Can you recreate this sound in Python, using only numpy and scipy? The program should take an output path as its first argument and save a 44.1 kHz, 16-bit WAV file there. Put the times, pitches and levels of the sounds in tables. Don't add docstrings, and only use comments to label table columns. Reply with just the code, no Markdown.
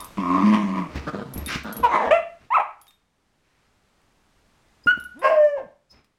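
import sys
import numpy as np
from scipy import signal
from scipy.fft import rfft, irfft, next_fast_len
from scipy.io import wavfile
from scipy.ndimage import uniform_filter1d, map_coordinates

SR = 44100
rng = np.random.default_rng(int(sys.argv[2]) if len(sys.argv) > 2 else 0)


def persist_wave(psi):
    counts = np.round(np.clip(psi, -1, 1) * 32767).astype(np.int16)
    wavfile.write(sys.argv[1], SR, np.atleast_2d(counts).T)


N = 272538
TOP_HZ = 16000


def amp(db):
    return 10 ** (np.asarray(db) / 20)


def unit(x):
    return x / np.sqrt(np.mean(x ** 2) + 1e-20)


def steady(x):
    return x / np.sqrt(np.abs(uniform_filter1d(x ** 2, size=1500)) + 1e-20)


def along(points, hz):
    freqs, values = np.transpose(points)
    return np.interp(np.log(hz + 1), np.log(freqs + 1), values)


def curves(rows, t=None):
    times, *columns = np.transpose(rows)
    if t is None:
        t = np.arange(int(times[0] * SR), int(times[-1] * SR)) / SR
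    return [np.interp(t, times, column) for column in columns]


def wobble(rate, size):
    knots = rng.standard_normal(int(size * rate / SR) + 4)
    return map_coordinates(knots, [np.arange(size) * rate / SR])


def filtered(x, response):
    size = next_fast_len(len(x) + 8192)
    return irfft(rfft(x, size) * response(np.fft.rfftfreq(size, 1 / SR)), size)[:len(x)]


def coloured(x, colour):
    return unit(filtered(x, lambda hz: amp(along(colour, hz))))


def noise(size, colour):
    return coloured(rng.standard_normal(size), colour)


def add(track, start, x):
    part = track[round(start * SR):][:len(x)]
    index = np.arange(len(x))
    fades = np.minimum(index / 30, index[::-1] / 250).clip(0, 1)
    part += (x * fades)[:len(part)]


def resonate(x, colour, scale=1):
    size = 2 * next_fast_len(len(x) + SR // 8)
    gain = amp(along(colour, np.fft.rfftfreq(size, 1 / SR) / scale))
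    cepstrum = irfft(np.log(gain))
    causal = np.r_[1, np.full(size // 2 - 1, 2), np.zeros(size // 2)]
    return irfft(rfft(x, size) * np.exp(rfft(cepstrum * causal)))[:len(x)]


def early_reflections(x, t60=0.035, db=-3):
    t = np.arange(SR // 40) / SR
    echoes = rng.standard_normal(len(t)) * amp(-60 * t / t60)
    return x + amp(db) * signal.fftconvolve(x, echoes / np.linalg.norm(echoes))[:len(x)]


def moving_mouth(x, depth_db=3):
    hz, _, spectrum = signal.stft(x, SR, nperseg=512)
    drift = uniform_filter1d(rng.standard_normal(spectrum.shape), size=8, axis=0)
    drift = unit(uniform_filter1d(drift, size=16, axis=1))
    highs = np.clip(hz / 2000 - 1, 0, 1)[:, None]
    return signal.istft(spectrum * amp(depth_db * highs * drift), SR, nperseg=512)[1][:len(x)]


def growl(controls, throat, mouth_db, mouth_shut_db, rasp_db, rasp_shut_db, jitter, air, shut_scale,
          chest_db=0, scatter_db=3, tremor_db=1.5):
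    hz, effort_db, jaw, rough = controls
    size = len(hz)
    cycle = np.cumsum(hz * (1 + jitter * rough * wobble(150, size))) / SR
    pulses = np.diff(np.floor(cycle), prepend=0) * amp(scatter_db * wobble(100, size))
    slaps = unit(early_reflections(pulses))
    puffs = unit(np.exp(-1.5 * (cycle % 1)) * rng.standard_normal(size))
    effort_db = effort_db + tremor_db * wobble(28.2, size)
    strain_db = 0.76 * np.maximum(effort_db + 24, 0)
    chest = (70, 520), chest_db, .7
    mouth = (520, 1600), mouth_db + mouth_shut_db * (1 - jaw), 1.5
    rasp = (1600, 15500), rasp_db + rasp_shut_db * (1 - jaw) + strain_db, 14
    voice = 0
    for band_hz, db, airiness in (chest, mouth, rasp):
        source = slaps + air * airiness * rough * puffs
        voiced = jaw * resonate(source, throat) + (1 - jaw) * resonate(source, throat, shut_scale)
        bandpass = signal.butter(4, band_hz, "bandpass", fs=SR, output="sos")
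        voice = voice + amp(effort_db + db) * steady(signal.sosfilt(bandpass, voiced))
    return moving_mouth(voice)


# frequency in Hz, gain in dB.
GROWL_THROAT = [(60, -23), (190, -16), (270, 4), (350, -6.5), (490, -21), (640, -4.5), (800, -11.5),
                (990, 5.5), (1110, 12), (1450, -19), (2300, -10.5), (2900, -20.5), (3400, -23), (4100, -30),
                (5000, -29.5), (5900, -31), (6900, -36), (8200, -44), (9700, -43.5), (15000, -58.5)]
# time in seconds, pulse rate in Hz, effort in dB, jaw opening 0-1,
# roughness 0-1.
FAINT_GROWL = [(0, 91.2, -56.5, 1, 0.65), (.045, 87.8, -63.5, 1, .5), (.1, 89.5, -78, 0.9, 0.7)]

def faint_growl(out):
    voice = growl(curves(FAINT_GROWL), GROWL_THROAT, mouth_db=20, mouth_shut_db=-2.5,
                  rasp_db=2.5, rasp_shut_db=-6, jitter=.12, air=.81, shut_scale=.9)
    add(out, FAINT_GROWL[0][0], voice)


# frequency in Hz, gain in dB.
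SCRAPE_EQ = [(600, -23), (1300, -0.5), (2350, 0.5), (3300, -8.5), (5600, -11.5), (8900, -30.5),
             (14000, -39)]
RUB_EQ = [(25, -12.5), (65, 0), (130, -4), (220, -4), (380, -9.5), (1200, -16), (2600, -59.5)]
# start and hold in seconds, rub and scrape faders in dB.
RUBS_AND_SCRAPES = [(0, 0.12, -53, -61.5), (.9, 0.16, -38, -48), (.958, 0.021, -30.5, -36),
                    (1.36, 0.071, -35.5, -47.5), (1.495, 0.06, -35, -26.5), (1.795, .02, -39.5, -54.5),
                    (2.415, 0.038, -54, -59.5), (3.45, 0.23, -80, -70), (5.93, 0.062, -52.5, -61.5)]

def rubs_and_scrapes(out, rise_db_per_s=599.5, fall_db_per_s=350):
    t = np.arange(N) / SR
    rub = scrape = 0
    for start, hold, rub_db, scrape_db in RUBS_AND_SCRAPES:
        before, after = np.maximum(start - t, 0), np.maximum(t - start - hold, 0)
        stroke = amp(np.maximum(-rise_db_per_s * before - fall_db_per_s * after, -120))
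        rub = np.maximum(rub, amp(rub_db) * stroke)
        scrape = np.maximum(scrape, amp(scrape_db) * stroke)
    grain = rng.standard_normal(N) * amp(2 * wobble(400, N))
    out += amp(-3) * scrape * steady(coloured(grain, SCRAPE_EQ))
    out += amp(-4.5) * rub * noise(N, RUB_EQ)


# time in seconds, level in dB.
ROOM_TONE_RIDE = [(0, -48), (2.3, -61), (3.1, -70.5), (3.6, -65.5), (4.8, -61), (5.2, -61.5), (5.8, -71.5),
                  (6.18, -72)]
# frequency in Hz, gain in dB.
ROOM_TONE_EQ = [(25, 3.5), (217, -2.5), (500, -8), (1160, -9), (8600, -23.5), (16000, -37.5)]

def room_tone():
    level_db, = curves(ROOM_TONE_RIDE, np.arange(N) / SR)
    return amp(level_db) * noise(N, ROOM_TONE_EQ)


def ring(modes, t, scatter_db):
    return sum(amp(db + scatter_db * rng.normal() - 60 * t / t60) * np.sin(2 * np.pi * hz * t)
               for hz, db, t60 in modes)


# frequency in Hz, gain in dB, 60 dB decay time in seconds.
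SMALL_TAG_MODES = [(3290, -25.5, .35), (8220, -12.5, 0.077), (9964, -1.5, 0.067), (11510, -4.5, 0.11),
                   (11850, -17, .16), (14740, -16.5, .14)]
LARGE_TAG_MODES = [(3670, 4, 0.21), (8400, -9, 0.085)]
# start in seconds, fader in dB, large tag and rebound in relative dB.
COLLAR_JOLTS = [(.004, -29.5, -13.5, -2.5), (1.337, -30.5, -26.5, 2), (1.461, -27.5, -1.5, -29),
                (1.634, -40, -23, -26.5), (1.726, -29, -39.5, 1.5), (2.814, -43, -34, -31),
                (2.879, -48, -2.5, -26), (4.999, -40.5, -22.5, 0), (5.192, -47, -7, -23.5)]

def collar_tags(out, rebound_s=.04):
    t = np.arange(SR // 2) / SR
    crack_eq = [(1000, -19.5), (5000, 0), (15000, -10)]
    for start, db, large_db, rebound_db in COLLAR_JOLTS:
        for delay, change_db in ((0, 0), (rebound_s, rebound_db)):
            small = ring(SMALL_TAG_MODES, t, scatter_db=5.5)
            large = amp(large_db) * ring(LARGE_TAG_MODES, t, scatter_db=4.5)
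            crack = amp(-2.5 - 60 * t / .025) * noise(len(t), crack_eq)
            add(out, start + delay, amp(db + change_db - 5.5) * (small + large + crack))


def hum(controls, jitter=0.035):
    hz, effort_db, jaw, rough = controls
    phase = 2 * np.pi * np.cumsum(hz * (1 + jitter * rough * wobble(89, len(hz)))) / SR
    second = amp(15.5 - 22 * jaw) * np.sin(2 * phase)
    third = amp(-2) * jaw ** 2 * np.sin(3 * phase)
    return np.sqrt(2) * amp(effort_db) * (second + third)


# time in seconds, pulse rate in Hz, effort in dB, jaw opening 0-1,
# roughness 0-1.
LONG_GROWL = [(.172, 101.6, -34, 0.93, .4), (0.187, 102.2, -29, 0.29, 0.17), (0.239, 87.1, -31, 1, .1),
              (0.351, 92.8, -23.5, 0.99, .45), (.425, 97.78, -24.5, 0.89, .8),
              (0.441, 102.5, -26, 0.17, 0.37), (0.519, 106, -27, 0.18, .3), (.545, 108.2, -21, .45, .8),
              (.61, 101.5, -29.5, 0.39, .55), (.71, 95.45, -35, 0.41, .4),
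              (0.793, 96.15, -26.5, 0.67, 0.59), (0.879, 74, -41.5, 0.66, .75)]

def long_growl(out):
    controls = curves(LONG_GROWL)
    core = hum(controls)
    rattle = growl(controls, GROWL_THROAT, chest_db=-3.5, mouth_db=1, mouth_shut_db=-9.5,
                   rasp_db=-14, rasp_shut_db=5, jitter=.18, air=.79, shut_scale=.923)
    add(out, LONG_GROWL[0][0], core + rattle)


# frequency in Hz, gain in dB, 60 dB decay time in seconds.
FLOOR_MODES = [(70.15, -6.5, 0.39)]
# frequency in Hz, gain in dB.
PAW_EQ = [(40, -15.5), (130, -1), (260, -0.5), (450, -10.5), (900, -21.5), (3000, -43)]
# start in seconds, fader in dB, boom in relative dB.
THUMPS = [(.954, -23.5, 0.5), (1.356, -23.5, -2.5), (1.378, -24, 4), (1.419, -30, -7.5),
          (1.469, -27.5, -10.5), (1.556, -22, -10.5), (1.799, -23.5, -8), (2.07, -33.5, -5),
          (4.861, -21.5, -22.5), (4.972, -29.5, -15.5)]

def thumps(out, attack_s=0.0013):
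    t = np.arange(SR // 2) / SR
    attack = 1 - np.exp(-t / attack_s)
    for start, db, boom_db in THUMPS:
        boom = amp(boom_db) * ring(FLOOR_MODES, t, scatter_db=0)
        knock = amp(-4.5 - 60 * t / 0.056) * noise(len(t), PAW_EQ)
        add(out, start, amp(db + 2) * (boom + knock) * attack)


# frequency in Hz, gain in dB.
GRUNT_THROAT = [(70, -37), (120, -15.5), (210, 4), (400, -13), (620, -13), (1030, -16.5), (1220, -6.5),
                (1600, -13), (2200, -27.5), (4700, -27.5), (9000, -46.5), (15000, -61.5)]
# start and length in seconds, pulse rate in Hz, effort in dB, jaw opening 0-1.
GRUNTS = [(1.062, .045, 148.3, -27.5, 0.97), (1.124, .119, 104.3, -28.5, 0.55),
          (1.241, 0.12, 124.6, -38, 0.35), (1.637, .11, 109.5, -32.5, .9), (1.74, 0.11, 115.4, -37, 0.58)]

def grunts(out, attack_s=.02, release_s=.015, sag_db_per_s=69.5, rough=.6):
    for start, length, hz, effort_db, jaw in GRUNTS:
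        t = np.arange(int(length * SR)) / SR
        controls = np.full(len(t), hz), effort_db - sag_db_per_s * t, jaw, rough
        gate = np.clip(np.minimum(t / attack_s, (length - t) / release_s), 0, 1)
        voice = growl(controls, GRUNT_THROAT, mouth_db=-1, mouth_shut_db=-16,
                      rasp_db=-10.5, rasp_shut_db=-13.5, jitter=.17, air=.82, shut_scale=.76)
        add(out, start, gate * voice)


def treble(hz, corner_hz=3970):
    return hz ** 4 / (hz ** 4 + corner_hz ** 4)


def cry(controls, mouth, jitter=0.06, shimmer_db=4, air=0.85, blur=0.1, breath_db=-4):
    hz, db, rough = controls
    size = len(hz)
    phase = 2 * np.pi * np.cumsum(hz * (1 + jitter * rough * wobble(500, size))) / SR
    phase += blur * np.sqrt(np.abs(rough)) * wobble(900, size)
    harmonic = np.arange(1, 25)[:, None]
    weight = amp(along(mouth, harmonic * hz)) * (harmonic * hz < TOP_HZ)
    fray = np.clip(rough / 0.35, 0, 1)
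    partials = weight * (1 - fray * treble(harmonic * hz)) * np.sin(harmonic * phase)
    tone = partials.sum(axis=0) / np.sqrt(np.sum(weight ** 2, axis=0) / 2)
    puffs = (1 + np.cos(phase)) * rng.standard_normal(size)
    hiss = steady(coloured(puffs, mouth))
    tone += amp(breath_db) * fray * filtered(hiss, treble)
    shimmer = amp(shimmer_db * rough * wobble(300, size))
    hiss_mix = np.clip(air * rough, 0, 1)
    return amp(db) * (np.sqrt(1 - hiss_mix ** 2) * tone * shimmer + hiss_mix * hiss)


# frequency in Hz, gain in dB.
YAP_MOUTH = [(250, -32), (480, -17.5), (700, 0), (970, -1), (1420, -17), (1900, -28.5), (2700, -23.5),
             (3600, -36), (8000, -50.5), (15000, -67.5)]
YELP_MOUTH = [(300, -34.5), (500, -8.5), (660, 4.5), (950, -13.5), (1300, -11), (2000, -14), (2700, -13.5),
              (3400, -31), (4300, -46), (7500, -43.5), (15000, -65.5)]
YIP_MOUTH = [(350, -23), (600, -2), (900, 7.5), (1300, -2.5), (1650, -11), (2200, -9.5), (2650, -15.5),
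             (3100, -27.5), (4800, -47.5), (8000, -48.5), (15000, -66)]
NOSE = [(2500, -30.5), (5100, -2), (9000, -29.5)]
SQUEAL_MOUTH = [(300, -21.5), (900, -18), (1440, -5), (2100, -13.5), (2880, -22), (4300, -46), (5800, -52),
                (9000, -54.5), (15000, -66)]
CLOSED_MOUTH = [(200, 12), (380, -17), (700, -18), (6000, -52)]
BARK_MOUTH = [(300, -44), (510, 0.5), (780, -5), (1080, 3.5), (1350, -14.5), (1600, -3), (2100, -12.5),
              (2850, -12), (3600, -38.5), (5100, -29), (6300, -44), (8600, -44), (15000, -58)]
# start, rise and fall in seconds,
# pitch at start, turn and end in Hz, glide exponent, level at the turn, swell and fade in dB,
# roughness 0-1, mouth colour.
CRIES = [(1.828, 0.023, .03, 521, 485, 425, 1.26, -11, 10.5, 14.5, .3, YAP_MOUTH),
         (1.912, .028, .15, 1119, 1095, 617, 1.0, -22.5, 8, 7, .62, YAP_MOUTH),
         (2.107, .046, .045, 534, 682.7, 639, 2.0, -15.5, -4.5, 10.5, .22, YELP_MOUTH),
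         (2.503, .028, .014, 857, 1038, 1163, 0.86, -18, 7.5, 2, .16, YIP_MOUTH),
         (2.536, .014, .041, 1150, 1326, 559.5, 1.5, -14.5, 6, 6, .42, YIP_MOUTH),
         (2.592, .012, .022, 720, 849.7, 734, 0.93, -17.5, 7.5, 16, .95, YIP_MOUTH),
         (4.832, .012, .01, 4850, 5016, 5150, 1.0, -49.5, 15.5, 16, .12, NOSE),
         (4.869, .042, 0.023, 1384, 1474, 1455, 1.6, -13, 0, 25.5, 0.08, SQUEAL_MOUTH),
         (5.14, .027, 0.067, 184, 262, 410, 0.89, -43.5, 18, 6.5, .2, CLOSED_MOUTH),
         (5.215, .04, .135, 478, 537.8, 513, 1.6, -17, 18, 22.5, .65, BARK_MOUTH),
         (5.565, .013, 0.029, 1148, 925.5, 628, 1.0, -35, 11, 5, .35, YAP_MOUTH),
         (5.565, .02, 0.091, 473.5, 400, 165, 1.0, -49.5, 11.5, 4.5, 0.7, CLOSED_MOUTH),
         (5.89, .025, .03, 5080, 5120, 5470, 1.46, -45, 32, 26, 0.2, NOSE)]

def short_cries(out, attack_s=0.0054, level_bend=1.1, clearing=.5):
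    for start, rise, fall, start_hz, turn_hz, end_hz, bend, db, swell_db, fade_db, rough, mouth in CRIES:
        t = np.arange(int((rise + fall) * SR)) / SR
        rising = t < rise
        away = np.where(rising, 1 - t / rise, (t - rise) / fall)
        hz = turn_hz + (np.where(rising, start_hz, end_hz) - turn_hz) * away ** bend
        level_db = db - np.where(rising, swell_db, fade_db) * away ** level_bend
        roughness = rough * (1 - clearing * (1 - away))
        attack = np.minimum(t / attack_s, 1)
        add(out, start, attack * cry((hz, level_db, roughness), mouth))


# frequency in Hz, gain in dB.
SNARL_THROAT = [(120, -30), (270, -10), (420, -17.5), (750, -2.5), (1000, 4), (1200, 0.5), (1500, -16),
                (2150, -1.5), (2700, -28.5), (3900, -22), (4800, -41.5), (6400, -29), (8000, -40.5),
                (15000, -58.5)]
# time in seconds, pulse rate in Hz, effort in dB, jaw opening 0-1,
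# roughness 0-1.
SNARL = [(1.885, 200.8, -48, .95, .95), (1.955, 172.1, -28, .95, .6), (1.99, 178.7, -36, .55, .7),
         (2.039, 268.5, -28.5, .35, .35), (2.109, 263.4, -26.5, .1, 0.5)]

def snarl(out):
    voice = growl(curves(SNARL), SNARL_THROAT, mouth_db=10.5, mouth_shut_db=-14,
                  rasp_db=1.5, rasp_shut_db=-13.5, jitter=.25, air=1, shut_scale=.84)
    add(out, SNARL[0][0], voice)


# start in seconds, fader in dB.
TICKS = [(2.8679, -45.5), (2.9074, -46), (4.0164, -59), (5.4445, -43), (6.0442, -52)]

def ticks(out, t60=0.03):
    t = np.arange(SR // 2) / SR
    tick_eq = [(400, -10.5), (1600, 3.5), (5500, -3), (14000, -12.5)]
    for start, db in TICKS:
        add(out, start, amp(db - 6 - 60 * t / t60) * noise(len(t), tick_eq))


# frequency in Hz, gain in dB.
HOWL_MOUTH = [(350, -36.5), (520, -6), (660, 8), (1180, -31.5), (1780, -22.5), (2400, -39.5), (3000, -41),
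              (3700, -70.5), (5300, -52.5), (10000, -67), (15000, -80.5)]
# time in seconds, pitch in Hz, level in dB, roughness 0-1.
HOWL = [(5.24, 607.6, -23.5, 0.48), (5.319, 646.4, -20, 0.48), (5.379, 607.6, -16.5, 0),
        (5.437, 597.6, -13, .013), (5.51, 584.8, -18, 0), (5.545, 569.3, -28.5, 0.01),
        (5.579, 536, -27.5, .15), (5.63, 522, -37, 0.6)]

def howl(out):
    add(out, HOWL[0][0], cry(curves(HOWL), HOWL_MOUTH))


# frequency in Hz, 60 dB decay time in seconds.
REVERB_DECAY = [(150, 0.44), (600, 0.34), (1400, 0.4), (3000, 0.37), (10000, .23)]
# frequency in Hz, gain in dB.
REVERB_SEND = [(200, -10.5), (600, -6.5), (1200, -6), (3000, -5.5), (10000, -6.5)]

def reverb(x, predelay_s=.007):
    hz, t, spectrum = signal.stft(rng.standard_normal(SR // 2), SR, nperseg=256)
    decay = amp(-60 * t / along(REVERB_DECAY, hz)[:, None])
    energy = np.mean(decay ** 2, axis=1, keepdims=True) * SR / 2
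    decay *= amp(along(REVERB_SEND, hz))[:, None] / np.sqrt(energy)
    tail = signal.istft(spectrum * decay, SR, nperseg=256)[1]
    return signal.fftconvolve(x, np.pad(tail, (round(predelay_s * SR), 0)))[:N]


def scene():
    dogs = np.zeros(N)
    for layer in (faint_growl, rubs_and_scrapes, collar_tags, long_growl, thumps, grunts, short_cries,
                  snarl, ticks, howl):
        layer(dogs)
    return (dogs + room_tone() + reverb(dogs))[None]


def record(dry):
    return filtered(dry[0], lambda hz: hz < TOP_HZ)[None]


dry = scene()
out = record(dry)
persist_wave(out)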